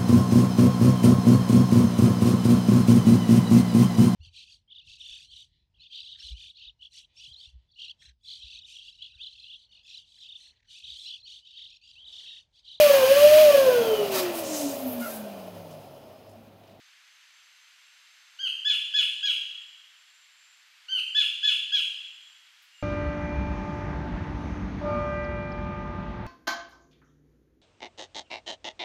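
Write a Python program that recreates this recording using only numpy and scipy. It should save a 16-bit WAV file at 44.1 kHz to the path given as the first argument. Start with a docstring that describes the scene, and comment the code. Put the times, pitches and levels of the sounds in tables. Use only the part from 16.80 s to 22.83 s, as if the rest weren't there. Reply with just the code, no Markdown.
"""Forest hiss and thin insect buzzes run from the start: noise shaped in pitch and level.
At 1.6 s a kingfisher calls a soft opening note and three harsh cries, and at 4.1 s it calls such a phrase again.
Each note is a stack of falling sine tones; cries also split into half and quarter tones and end hoarse.
Trunks and leaves scatter every call into a long tail of decaying noise.
Near the end come one thin high tick and one faint far bird, both made of narrowed noise."""
import sys
import numpy as np
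from scipy import signal
from scipy.fft import rfft, irfft
from scipy.io import wavfile

SR = 44100
rng = np.random.default_rng(int(sys.argv[2]) if len(sys.argv) > 2 else 0)


def transcribe(signal):
    """Save signal, clipped to [-1, 1], as a 16-bit WAV file at the path in sys.argv[1]."""
    frames = np.atleast_2d(signal).T
    limited = np.clip(frames, -1, 1)
    pcm = np.round(limited * 32767).astype(np.int16)
    wavfile.write(sys.argv[1], SR, pcm)


N = 265746   # length of the scene in samples
TIME = np.arange(N) / SR   # seconds

CLEAR, HOARSE = 0.034, 0.56   # roughness of a clear and of a hoarse voice, 0-1


def kingfisher():
    """Both phrases as they leave the bill: the voice sings an opening note and three cries each time."""
    # soft opening notes: start_s, length_s, top_pitch_hz, level_db, swells_after_s
    opening_notes = [(1.587, .099, 1633, -26, 0.046), (4.082, .118, 1573, -25.5, 0.038)]
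    # harsh cries: start_s, length_s, top_pitch_hz, level_db, splits_after_s, breaks_after_s,
    # share_of_fall_at_break (0-1), likeness_to_closing_cry (0-1)
    cries = [(1.846, 0.11, 1721, -23.5, 0.034, 0.065, .26, 0.3),
             (2.136, 0.1, 1711, -22, 0.025, .057, 0.241, 0.2),
             (2.426, 0.098, 1670, -24, 0.03, 0.057, 0.13, 0.95),
             (4.345, 0.1, 1734, -22.5, 0.021, 0.069, 0.25, 0),
             (4.627, .104, 1720, -22.5, 0.016, .066, 0.231, 0),
             (4.918, 0.092, 1681, -23.5, 0.026, 0.05, 0.13, 0.97)]
    # harmonics of the voice: multiple_of_pitch, opening_note_db, cry_db
    harmonics = [(1, -8, -5.5), (2, -1.5, -1), (3, -7, -9), (4, -10, -13), (5, -35.5, -27.5), (6, -22, -25),
                 (7, -19, -23.5), (8, -17.5, -19), (9, -24.5, -25.5)]
    # tones between the harmonics when the voice splits: quarters_of_pitch, cry_db, closing_cry_db
    side_tones = [(6, -14, -15.5), (7, -19.5, -25.5), (9, -9, -15.5), (10, -9, -6.5), (11, -32, -21),
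                  (13, -22.5, -21), (14, -14, -9.5), (15, -27, -27), (18, -25.5, -26), (22, -25.5, -30.5),
                  (26, -31.5, -34), (30, -30, -23.5)]
    multiples, opening_db, cry_db = np.transpose(harmonics)
    quarters, cry_side_db, closing_side_db = np.transpose(side_tones)
    out = np.zeros(N)

    for start, length, top_hz, db, swell_s in opening_notes:
        course = opening_course(length, swell_s)
        sound = note(course, zip(multiples, opening_db), zip(quarters, cry_side_db), top_hz)
        add(out, start, from_db(db) * sound)

    for start, length, top_hz, db, split_s, break_s, step, closing in cries:
        course = cry_course(length, split_s, break_s, step)
        side_db = cry_side_db + np.clip(closing, 0, 1) * (closing_side_db - cry_side_db)
        sound = note(course, zip(multiples, cry_db), zip(quarters, side_db), top_hz)
        add(out, start, from_db(db) * sound)
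    return out


def note(course, harmonics, side_tones, top_hz, jitter=0.013, rasp_db=-22.5):
    """One arched note: the tones of the syrinx, a bird's voice box, sweep through the throat's resonance."""
    # throat and open bill: pitch_hz, gain_db
    throat = [(1200, -17.5), (1500, -13.5), (1700, -10.5), (2300, -1.5), (2700, -2.5), (3000, -0.5),
              (3450, 1.5), (3800, -9.5), (4900, -12.5), (5600, -21), (6500, -12), (7600, -22.5),
              (8850, -11.5), (9800, -23), (14000, -24)]
    # rasp of air in the throat: pitch_hz, density_db (dB per Hz)
    rasp = [(1200, -25.5), (2000, -28), (2900, -10.5), (3600, -7), (5000, -9.5), (7300, -9), (9000, -5.5),
            (11000, -20.5), (14000, -19.5), (16000, -31.5)]
    end_hz = 1242   # every note falls towards this pitch
    flutter_db, flutter_hz = 3.5, 161   # a hoarse voice flutters in level

    lift, effort, split, rough, twang_db = course
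    size = len(lift)
    pitch = end_hz + lift * (top_hz - end_hz)
    pitch = pitch * (1 + jitter * rough * wander(450, size))
    phase = 2 * np.pi * np.cumsum(pitch) / SR

    def tone(multiple, db):
        """A sine at a multiple of the pitch, as loud as the throat lets it through."""
        gain = from_db(db + at_hz(throat, multiple * pitch)[0])
        return gain * np.sqrt(2) * np.sin(multiple * phase + rng.uniform(0, 2 * np.pi))

    # the second harmonic carries the note; twang changes the level of its neighbours and the fourth
    voice = sum(tone(round(k), db + twang_db * (round(k) in (1, 3, 4))) for k, db in harmonics)
    # the period doubles, then doubles again: tones appear between the harmonics
    voice += split * sum(tone(round(q) / 4, db) for q, db in side_tones)
    # air rasps once in every cycle
    voice += from_db(rasp_db) * rough * coloured(rasp, size) * (1 + np.cos(phase))

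    flutter = from_db(flutter_db * rough * wander(flutter_hz, size))
    soft_ends = signal.windows.tukey(size, .04)
    voice *= effort * flutter * soft_ends
    # so small a bill radiates no lows
    return signal.sosfilt(signal.butter(4, 900, "high", fs=SR, output="sos"), voice)


def opening_course(length, swell_s):
    """Thin and soft at first, then the note swells; it frays most towards its end."""
    scoop_s, attack_s, swell_time_s, release_s = 0.01, 0.004, .0022, 0.0033
    soft_db, fade_db = -9.5, -4.5   # level before the swell; change over the whole fall
    base_twang_db = -4.5   # twang makes up for the softness before the swell
    split_db, fray_db = -32.5, 24   # side tones stay faint and rise only as the note falls

    t, scoop, fall = arch(length, scoop_s)
    softness_db = soft_db * (1 - switch(t - swell_s, swell_time_s))
    gate = (1 - np.exp(-t / attack_s)) * (1 - np.exp((t - length) / release_s))
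    effort = gate * from_db(softness_db + fade_db * fall)
    split = from_db(split_db + fray_db * fall)
    rough = CLEAR + (HOARSE - CLEAR) * fall ** 2
    return 1 - scoop - fall, effort, split, rough, base_twang_db - softness_db


def cry_course(length, split_s, break_s, step):
    """A clear start and a split near the crest; then the voice breaks, steps down and ends hoarse."""
    scoop_s, attack_s = 0.00497, 0.0083
    split_time_s, break_time_s, hoarse_time_s = 0.00083, 0.0031, 0.0046   # how gradually each change comes
    split_db, flare_db, split_fade_db = 0.5, 5, -23   # side tones: at crest, extra at break, over the fall
    fade_db = -6   # change of level over the whole fall
    crest_twang_db, twang_fade_db = 1.27, -7.5   # twang before the break, and its change at the break

    t, scoop, fall = arch(length, scoop_s)
    broken = switch(t - break_s, break_time_s)
    flare = np.exp(-((t - break_s) / (2 * break_time_s)) ** 2 / 2)
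    fall = step * broken + (1 - step) * fall
    effort = (1 - np.exp(-t / attack_s)) * from_db(fade_db * np.sqrt(np.abs(fall)))
    side_tone_db = split_db + flare_db * flare + split_fade_db * fall ** 2
    split = switch(t - split_s, split_time_s) * from_db(side_tone_db)
    rough = CLEAR + (HOARSE - CLEAR) * switch(t - break_s, hoarse_time_s)
    return 1 - scoop - fall, effort, split, rough, crest_twang_db + twang_fade_db * broken


def arch(length, scoop_s):
    """A note scoops up, crests, sags and finally drops: time, depth of the scoop, share of the fall done."""
    crest = .29   # share of the note after which its pitch falls
    scoop_depth = .66   # share of the arch by which the note starts low
    sag, sag_bend, drop_bend = 0.6, 1.4, 5.84   # share of the fall that sags slowly; bends (1 = straight)
    t = np.arange(int(length * SR)) / SR
    late = np.clip((t / length - crest) / (1 - crest), 0, 1)
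    fall = sag * late ** sag_bend + (1 - sag) * late ** drop_bend
    return t, scoop_depth * np.exp(-t / scoop_s), fall


def forest(call, near_t60=0.52, near_db=-3.0, far_db=-3, build_s=0.0087, bill_hz=7000):
    """The straight path and a diffuse tail: near leaves and far trees scatter the call as decaying noise."""
    # scattering by the forest: pitch_hz, level_db, far_tail_t60_s (time to fade by 60 dB)
    scattering = [(1200, -3, 0.46), (1650, -10.5, 0.76), (2577, 5, 1.28), (3260, -0.5, 1.14),
                  (4800, -1, 1.24), (6700, 0, 1.3), (8900, 4, 0.85), (15000, 2, 0.35)]
    t = np.arange(int(1.3 * SR)) / SR
    edges = np.geomspace(1000, 16000, 13)   # Hz, limits of twelve bands
    tail = np.zeros(len(t))
    for low, high in zip(edges, edges[1:]):
        db, far_t60 = at_hz(scattering, np.sqrt(low * high))
        band = signal.butter(2, [low, high], "band", fs=SR, output="sos")
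        for decay_s, part_db in ((near_t60, near_db), (far_t60, far_db)):
            shape = from_db(-60 * t / decay_s) * (1 - np.exp(-(t / build_s) ** 2))
            echoes = signal.sosfilt(band, rng.standard_normal(len(t)))
            tail += from_db(db + part_db) * echoes * shape / np.linalg.norm(shape)
    # the bill points aside, so the highest tones arrive mostly by way of the trees
    straight = signal.sosfilt(signal.butter(2, min(bill_hz, .45 * SR), fs=SR, output="sos"), call)
    return straight + signal.fftconvolve(call, tail)[:N]


def insects():
    """Two narrow buzzes, far off, and a third insect that whirrs in bouts around a purer note."""
    # insects that buzz on and on: start_s, end_s, pitch_hz, width_hz, level_db
    long_buzzes = [(-.3, 2.1, 6310, 127, -73), (.35, 3.7, 7490, 172, -75)]
    # an insect that sings in bouts: start_s, end_s, level_db
    bouts = [(1.8, 3.035, -76.5), (3.15, 3.822, -70.5), (3.999, 4.823, -70), (4.927, 5.668, -69),
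             (5.97, 6.3, -68.5)]
    buzz_fade_s, bout_fade_s = .1, 0.026
    waver_db, waver_hz = 3.6, 2.9   # the song wavers in level

    def sounding(start, end, db, fade_s):
        """Level of a sound that fades in and out."""
        return from_db(db) * switch(TIME - start, fade_s) * switch(end - TIME, fade_s)

    buzzes = sum(sounding(start, end, db, buzz_fade_s) * narrow_noise(hz, width_hz)
                 for start, end, hz, width_hz, db in long_buzzes)
    pure_note = narrow_noise(hz=7300, width_hz=73)
    whirr = from_db(-2.5) * narrow_noise(hz=7370, width_hz=480)
    song = (pure_note + whirr) * from_db(waver_db * wander(waver_hz, N))
    return buzzes + song * sum(sounding(start, end, db, bout_fade_s) for start, end, db in bouts)


def background(tick_s=5.822, tick_db=-65.5, tick_t60=0.21):
    """Hiss of the forest as shaped noise, a thin tick that dies away, and a far bird as narrow noise."""
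    # forest hiss, its colour: pitch_hz, density_db (dB per Hz)
    hiss_colour = [(59, -84.5), (100, -51.5), (258, -43.5), (808, -15.5), (1550, -2.5), (2800, -0.5),
                   (4750, -6), (5630, -10.5), (6250, -9.5), (6800, -14.5), (7400, -11), (8230, -19),
                   (13600, -24), (14500, -26.5), (15500, -53)]
    # forest hiss, its loudness: time_s, level_db
    hiss_level = [(0, -58), (1.2, -57.3), (2.5, -57.5), (3.6, -59), (4.1, -58), (6.03, -59)]
    # far bird, its loudness: time_s, level_db
    far_bird_level = [(5.88, -88), (5.95, -59), (6.03, -59)]
    hiss = from_db(along(hiss_level, TIME)[0]) * coloured(hiss_colour, N)
    tick_gain = (TIME >= tick_s) * from_db(tick_db - 60 * np.abs(TIME - tick_s) / tick_t60)
    tick = tick_gain * narrow_noise(hz=12400, width_hz=7200)
    far_bird = from_db(along(far_bird_level, TIME)[0]) * narrow_noise(hz=2827, width_hz=94)
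    return hiss + far_bird + tick


def from_db(db):
    """Decibels to gain."""
    return 10 ** (np.asarray(db) / 20)


def rms_one(x):
    """Scale to unit power."""
    return x / np.sqrt(np.mean(x ** 2) + 1e-20)


def along(rows, at):
    """Every column of a table after the first, joined by straight lines."""
    first, *columns = np.transpose(rows)
    return [np.interp(at, first, c) for c in columns]


def at_hz(rows, hz):
    """Every column of a spectrum after the first, on a log-frequency axis."""
    first, *columns = np.transpose(rows)
    return [np.interp(np.log(np.maximum(hz, 1)), np.log(first), c) for c in columns]


def coloured(spectrum, size):
    """Noise with a given spectrum, scaled to unit power."""
    hz = np.arange(size // 2 + 1) * SR / size
    white = rfft(rng.standard_normal(size))
    return rms_one(irfft(white * from_db(at_hz(spectrum, hz)[0]), size))


def wander(rate_hz, size):
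    """Smooth chance of unit power: noise that keeps only its changes slower than the rate."""
    low_pass = signal.butter(2, rate_hz, fs=SR, output="sos")
    slow = signal.sosfilt(low_pass, rng.standard_normal(size + SR // 4))
    return rms_one(slow[SR // 4:])   # the filter has settled by then


def narrow_noise(hz, width_hz):
    """Noise in one resonance, scaled to unit power."""
    band = signal.butter(2, [hz - width_hz / 2, hz + width_hz / 2], "band", fs=SR, output="sos")
    return rms_one(signal.sosfilt(band, rng.standard_normal(N)))


def switch(t, time_s):
    """A smooth step from 0 to 1 around t = 0."""
    return .5 + .5 * np.tanh(t / (2 * time_s))


def add(out, start, sound):
    """Mix a sound in at a time in seconds."""
    at = int(start * SR)
    out[at:at + len(sound)] += sound


def scene():
    """The bird in its forest, one channel."""
    return (forest(kingfisher()) + insects() + background())[None, :]


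def record(dry, low_cut_hz=300, cutoff_hz=15650):
    """The microphone drops the bass; the top is cut steeply."""
    thin = signal.sosfilt(signal.butter(2, low_cut_hz, "high", fs=SR, output="sos"), dry)
    return signal.sosfilt(signal.ellip(10, .1, 80, cutoff_hz, fs=SR, output="sos"), thin)


dry = scene()
out = record(dry)
transcribe(out)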